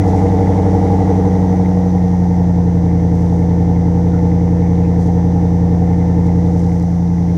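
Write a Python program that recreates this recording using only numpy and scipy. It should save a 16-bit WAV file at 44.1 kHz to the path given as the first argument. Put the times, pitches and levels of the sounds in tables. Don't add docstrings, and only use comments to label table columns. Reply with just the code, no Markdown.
import sys
import numpy as np
from scipy import signal
from scipy.fft import rfft, irfft
from scipy.io import wavfile
from scipy.ndimage import map_coordinates

SR = 44100
rng = np.random.default_rng(int(sys.argv[2]) if len(sys.argv) > 2 else 0)


def digitize_waveform(pressure):
    field = np.atleast_2d(pressure).T
    bounded = np.clip(field, -1, 1)
    quanta = np.round(bounded * 32767).astype(np.int16)
    wavfile.write(sys.argv[1], SR, quanta)


N = 325261
T = np.arange(N) / SR
HZ = np.maximum(np.fft.rfftfreq(N, 1 / SR), 1e-3)

WARM_HZ, FAST_HZ = 86.7, 93.5
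SLOWING_S, SLOWING_HALF_S = 1.6, 0.49
SAG_S, SAG_HALF_S = 2.16, 0.45
RISE_S, RISE_LENGTH_S = 6.37, 1.2
SHADE_S, SHADE_HALF_S = 7, 0.25

# (time [s], half-length [s], pitch [Hz], level [dB])
SNOW_SQUEAKS = [(0.858, .02, 3900, -59), (4.158, 0.048, 1400, -42), (4.657, .066, 2100, -47),
                (4.863, .05, 2420, -51)]
# (time [s], half-length [s], level [dB])
CLOTHES_SCUFFS = [(0.087, 0.033, -45.5), (0.198, .13, -52), (3.263, 0.25, -55), (5.042, 0.095, -52),
                  (6.263, 0.029, -51.5), (6.685, 0.38, -54.5)]
# (pitch [Hz], band width [Hz], level at warm idle [dB])
LOOSE_PARTS = [(2050, 260, -56.5), (3690, 800, -66.5)]
# (frequency [Hz], relative level [dB])
BUZZ_SPECTRUM = [(2500, -39), (4300, -11), (5100, -5), (5450, -4), (5750, -2), (6050, 2), (6350, -7.5),
                 (6750, -7), (7600, -23), (8500, -22.5), (9300, -21), (10700, -15.5), (12500, -25.5),
                 (15000, -32)]
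# (delay under the truck [ms], extra delay once risen [ms], gain [factor])
BUZZ_ECHOES = [(1.8, 2.7, 0.42), (3.1, -0.94, 0.33)]
# (time [s], level [dB])
WHINE_LEVEL = [(0, -59), (2.1, -51.5), (2.8, -57), (6.2, -54), (6.5, -72)]
# (frequency [Hz], relative level [dB])
BAY_SPECTRUM = [(300, -16), (1200, 3.5), (1550, 7), (1800, 10.5), (2050, 12.5), (2350, 2), (2700, -2),
                (3600, -1.5), (4400, -6.5), (6000, -5), (8000, -10), (9500, -15.5), (12000, -27),
                (15000, -35)]
# (frequency [Hz], relative level [dB])
GAS_SPECTRUM = [(25, -22), (55, -9.5), (150, -9.5), (300, -3.5), (380, -6), (480, 0.5), (540, -8.5),
                (650, -6.5), (780, 1.5), (890, -2.5), (990, -13.5), (1100, -17.5), (1450, -23.5),
                (4000, -65.5)]
# (time [s], firing rate [Hz])
FIRING_RATE = [(0, 93.53), (0.9, 93.46), (2.85, 86.23), (4.6, 86.63), (6.2, 86.67), (7.38, 86.01)]
# (bank [0 or 1], travel time to the pipe mouth [ms], strength [dB])
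CYLINDER_PUFFS = [(0, 1.427, 5), (0, 1.68, 5.5), (1, 3.27, 6.5), (0, 1.925, 3.5), (1, 4.012, 9),
                  (1, 4.005, 0.1), (0, 1.42, 3.5), (1, 3.36, 5)]
# (pitch [Hz], band width [Hz],
# bank 0 weight [signed factor], bank 1 weight [signed factor], extra at fast idle [dB])
PIPE_RESONANCES = [(56, 12, 0.021, 0.087, 5), (85.07, 6.8, 0.21, -0.17, 7.5),
                   (104.4, 9.3, -0.067, 0.48, 3.5), (154.2, 45.5, -0.066, 0.0133, 11.5),
                   (176.17, 12.3, 0.26, -0.2092, 6), (226.8, 7.5, 0.008, -0.0225, 15),
                   (293.1, 16.06, 0.21, -0.18, -0.8), (316.2, 13.5, -0.13, 0.023, 4.5),
                   (391, 31, -0.0051, 0.0079, 0.5), (429.6, 14, -0.0217, -0.0157, 12.5),
                   (465, 15.7, -0.0011, -0.063, 7.5), (486.2, 5, 0.092, 0.048, 5),
                   (572, 10, -0.0023, -0.0021, 19), (626, 3.8, 0.014, 0.018, -2.5),
                   (654, 12, -0.0074, -0.004, 14.5), (738, 27, -0.0155, -0.0062, 6.5),
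                   (813.5, 7.0, 0.015, 0.0114, 12.5), (882, 51, 0.0013, 0.0119, 2.5),
                   (979, 45, 0.0023, -0.0057, 1)]
RANGE_NAMES = ["boom", "drone", "growl", "bark", "blare"]
RANGE_BORDERS = [140, 220, 380, 540]
LAYER_GAINS = {"boom": (-0.25, -3.7, -1.5, -1.5, -3, -3.5),
               "drone": (-0.44, -0.24, 0.86, -0.98, -0.38, -0.6), "growl": (-1, -0.6, 1.5, -2.9, -1, -2),
               "bark": (0, -2.5, 0.5, -4.5, -2.5, -7), "blare": (-0.4, 1.3, -6.5, 2, -7.5, -5.5),
               "rasp": (-30, 6.5, 0.5, -1, -5, 0), "bay": (-49, 5, -0.5, -1.5, -0.5, -2.5)}
CYCLE_SURGES = {"bark": (1.6, 1.7, 5.38, 3.24), "blare": (0.5, 4, 7.5, -0.5)}


def undb(db):
    return 10 ** (np.asarray(db) / 20)


def unit(x):
    return x / np.sqrt(np.mean(x ** 2))


def curve(table):
    return np.interp(T, *np.transpose(table))


def swell(time_s, half_s):
    return np.exp(-((T - time_s) / half_s) ** 2)


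def resonance(hz, width_hz):
    return 1 / (1 + 1j * (HZ ** 2 - hz ** 2) / (HZ * width_hz))


def colour(x, spectrum):
    hz, db = np.transpose(spectrum)
    gain = undb(np.interp(np.log(HZ), np.log(hz), db))
    return unit(irfft(rfft(x) * gain, N))


def clicks(times, sizes):
    out = np.zeros(N)
    taps = np.floor(times * SR)[:, None] + np.arange(-7, 9)
    away = taps - times[:, None] * SR
    shapes = np.sinc(away) * np.cos(np.pi * away / 16) ** 2
    np.add.at(out, taps.astype(int) % N, sizes[:, None] * shapes)
    return out


def beats(count):
    number = np.arange(int(count[-1]))
    return number, np.interp(number, count, T)


def delayed(x, lag_ms):
    return map_coordinates(x, [(T - lag_ms / 1000) * SR], order=3)


def fast_idle():
    return np.clip((curve(FIRING_RATE) - WARM_HZ) / (FAST_HZ - WARM_HZ), 0, 1) ** 1.15


def risen():
    return np.clip((T - RISE_S) / RISE_LENGTH_S, 0, 1)


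def shaded():
    return swell(SHADE_S, SHADE_HALF_S)


def layer_db(layer):
    warm, fast, slowing, sag, up, shade = LAYER_GAINS[layer]
    settling = slowing * swell(SLOWING_S, SLOWING_HALF_S) + sag * swell(SAG_S, SAG_HALF_S)
    return warm + fast * fast_idle() + settling + up * risen() + shade * shaded()


def friction(hz, width_hz, grain_db):
    grit = np.repeat(undb(grain_db * rng.standard_normal(N // 64 + 1)), 64)[:N]
    rubbing = grit * rng.standard_normal(N)
    return unit(irfft(rfft(rubbing) * resonance(hz, width_hz) ** 2, N))


def snow_squeaks():
    return sum(undb(db) * swell(time_s, half_s) ** 2 * friction(hz, 0.16 * hz, grain_db=4)
               for time_s, half_s, hz, db in SNOW_SQUEAKS)


def clothes_scuffs():
    pressure = sum(undb(db) * swell(time_s, half_s) ** 2 for time_s, half_s, db in CLOTHES_SCUFFS)
    return pressure * friction(hz=5700, width_hz=3900, grain_db=5.5)


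def metal_rattles(count, chance=22 / WARM_HZ, scatter_db=3, fast_db=4.5):
    _, times = beats(count)
    out = 0
    for hz, width, db in LOOSE_PARTS:
        shaken = rng.random(len(times)) < chance
        sizes = shaken * undb(scatter_db * rng.standard_normal(len(times)))
        ringing = irfft(rfft(clicks(times, sizes)) * resonance(hz, width) ** 2, N)
        out = out + undb(db) * unit(ringing)
    shade_db = LAYER_GAINS["bay"][-1]
    return out * undb(fast_db * fast_idle() + shade_db * shaded())


def hand_sway(hz=1.3):
    return unit(irfft(rfft(rng.standard_normal(N)) * np.exp(-(HZ / hz) ** 2), N))


def electric_buzz(pulse_hz=183.62, steady_from_s=2.5, limp=0.55, ring_s=0.013, sway_ms=0.07):
    waver = 0.003 * (T < steady_from_s) * np.cos(2 * np.pi * 2.55 * (T - 0.15))
    number, times = beats(np.cumsum(pulse_hz * (1 + waver)) / SR)
    pulses = clicks(times, 1 + limp * (times < steady_from_s) * (-1) ** number)
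    housing = rng.standard_normal(N) * np.exp(-T / ring_s)
    smear = np.exp(1j * np.angle(rfft(housing)))
    direct = colour(irfft(rfft(pulses) * smear, N), BUZZ_SPECTRUM)
    up, heard = risen(), direct
    for lag_ms, extra_ms, gain in BUZZ_ECHOES:
        heard = heard + gain * delayed(direct, lag_ms + extra_ms * up + sway_ms * hand_sway())
    level_db = -53 + 2 * fast_idle() + 1.5 * up
    return undb(level_db) * unit(heard)


def alternator(count, waves_per_firing=20.8):
    return undb(curve(WHINE_LEVEL)) * unit(np.sin(2 * np.pi * waves_per_firing * count))


def engine_bay(count, tick=0.21, fade_firings=0.23, scatter_db=4):
    strengths = undb(scatter_db * rng.standard_normal(int(count[-1]) + 1))
    ticks = tick * strengths[count.astype(int)] * np.exp(-(count % 1) / fade_firings)
    hiss = colour((1 + ticks) * rng.standard_normal(N), BAY_SPECTRUM)
    return undb(layer_db("bay") + 1.5) * hiss


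def gas_flow(banks, count, fade_s=0.014, surge_db=2.5, peak_firing=6):
    gusts = signal.lfilter([1], [1, -np.exp(-1 / (fade_s * SR))], sum(banks))
    surge = np.cos(2 * np.pi * (count - peak_firing) / len(CYLINDER_PUFFS))
    flow = gusts * undb(surge_db * surge)
    return flow / flow.mean()


def gas_rasp(flow, ringing=0.72, width_hz=14):
    turbulence = rfft((1 + flow) * rng.standard_normal(N))
    upper_notes = sum(resonance(hz, width_hz) for hz, *_ in PIPE_RESONANCES if hz > RANGE_BORDERS[1])
    singing = irfft(turbulence * (1 + ringing * upper_notes), N)
    return undb(layer_db("rasp")) * colour(singing, GAS_SPECTRUM)


def past_panel(x, gain=0.34, passing_lag_ms=1.21, closing_ms_per_s=1.6):
    lag_ms = np.maximum(passing_lag_ms - closing_ms_per_s * (T - SHADE_S), 0)
    return x + gain * shaded() * delayed(x, lag_ms)


def cylinder_puffs(count, scatter_db=0.5, jitter_ms=0.045):
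    number, fired_s = beats(count)
    bank, lag_ms, db = np.array(CYLINDER_PUFFS)[number % len(CYLINDER_PUFFS)].T
    time_luck, size_luck = rng.standard_normal((len(number), 2)).T
    times = fired_s + (lag_ms + jitter_ms * time_luck) / 1000
    sizes = undb(db + scatter_db * size_luck)
    return [clicks(times, sizes * (bank == side)) for side in range(2)]


def cycle_surge_db(name, count):
    if name not in CYCLE_SURGES:
        return 0
    depth, fast_depth, peak_firing, fast_shift = CYCLE_SURGES[name]
    fast = fast_idle()
    cycles = (count - peak_firing - fast_shift * fast) / len(CYLINDER_PUFFS)
    return (depth + fast_depth * fast) * np.cos(2 * np.pi * cycles)


def exhaust(banks, count, gain_db=47.5, soften_hz=1100):
    fast = fast_idle()
    rounded = 1 / (1 + (HZ / soften_hz) ** 8)
    puffs_0, puffs_1 = (rfft(bank) * rounded for bank in banks)
    out = 0
    for index, name in enumerate(RANGE_NAMES):
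        settled = racing = 0
        for hz, width, weight_0, weight_1, fast_db in PIPE_RESONANCES:
            if np.digitize(hz, RANGE_BORDERS) == index:
                ring = resonance(hz, width) * (weight_0 * puffs_0 + weight_1 * puffs_1)
                settled = settled + ring
                racing = racing + undb(fast_db) * ring
        blend = fast * irfft(racing, N) + (1 - fast) * irfft(settled, N)
        out = out + undb(gain_db + layer_db(name) + cycle_surge_db(name, count)) * blend
    return out


def scene():
    count = np.cumsum(curve(FIRING_RATE)) / SR
    banks = cylinder_puffs(count)
    pipes = past_panel(exhaust(banks, count)) + gas_rasp(gas_flow(banks, count))
    bay = engine_bay(count) + alternator(count) + electric_buzz()
    return (pipes + bay + clothes_scuffs() + snow_squeaks() + metal_rattles(count))[None]


def record(dry):
    top_hz = 15700
    return signal.sosfilt(signal.ellip(8, 0.2, 70, top_hz, fs=SR, output="sos"), dry)


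dry = scene()
out = record(dry)
digitize_waveform(out)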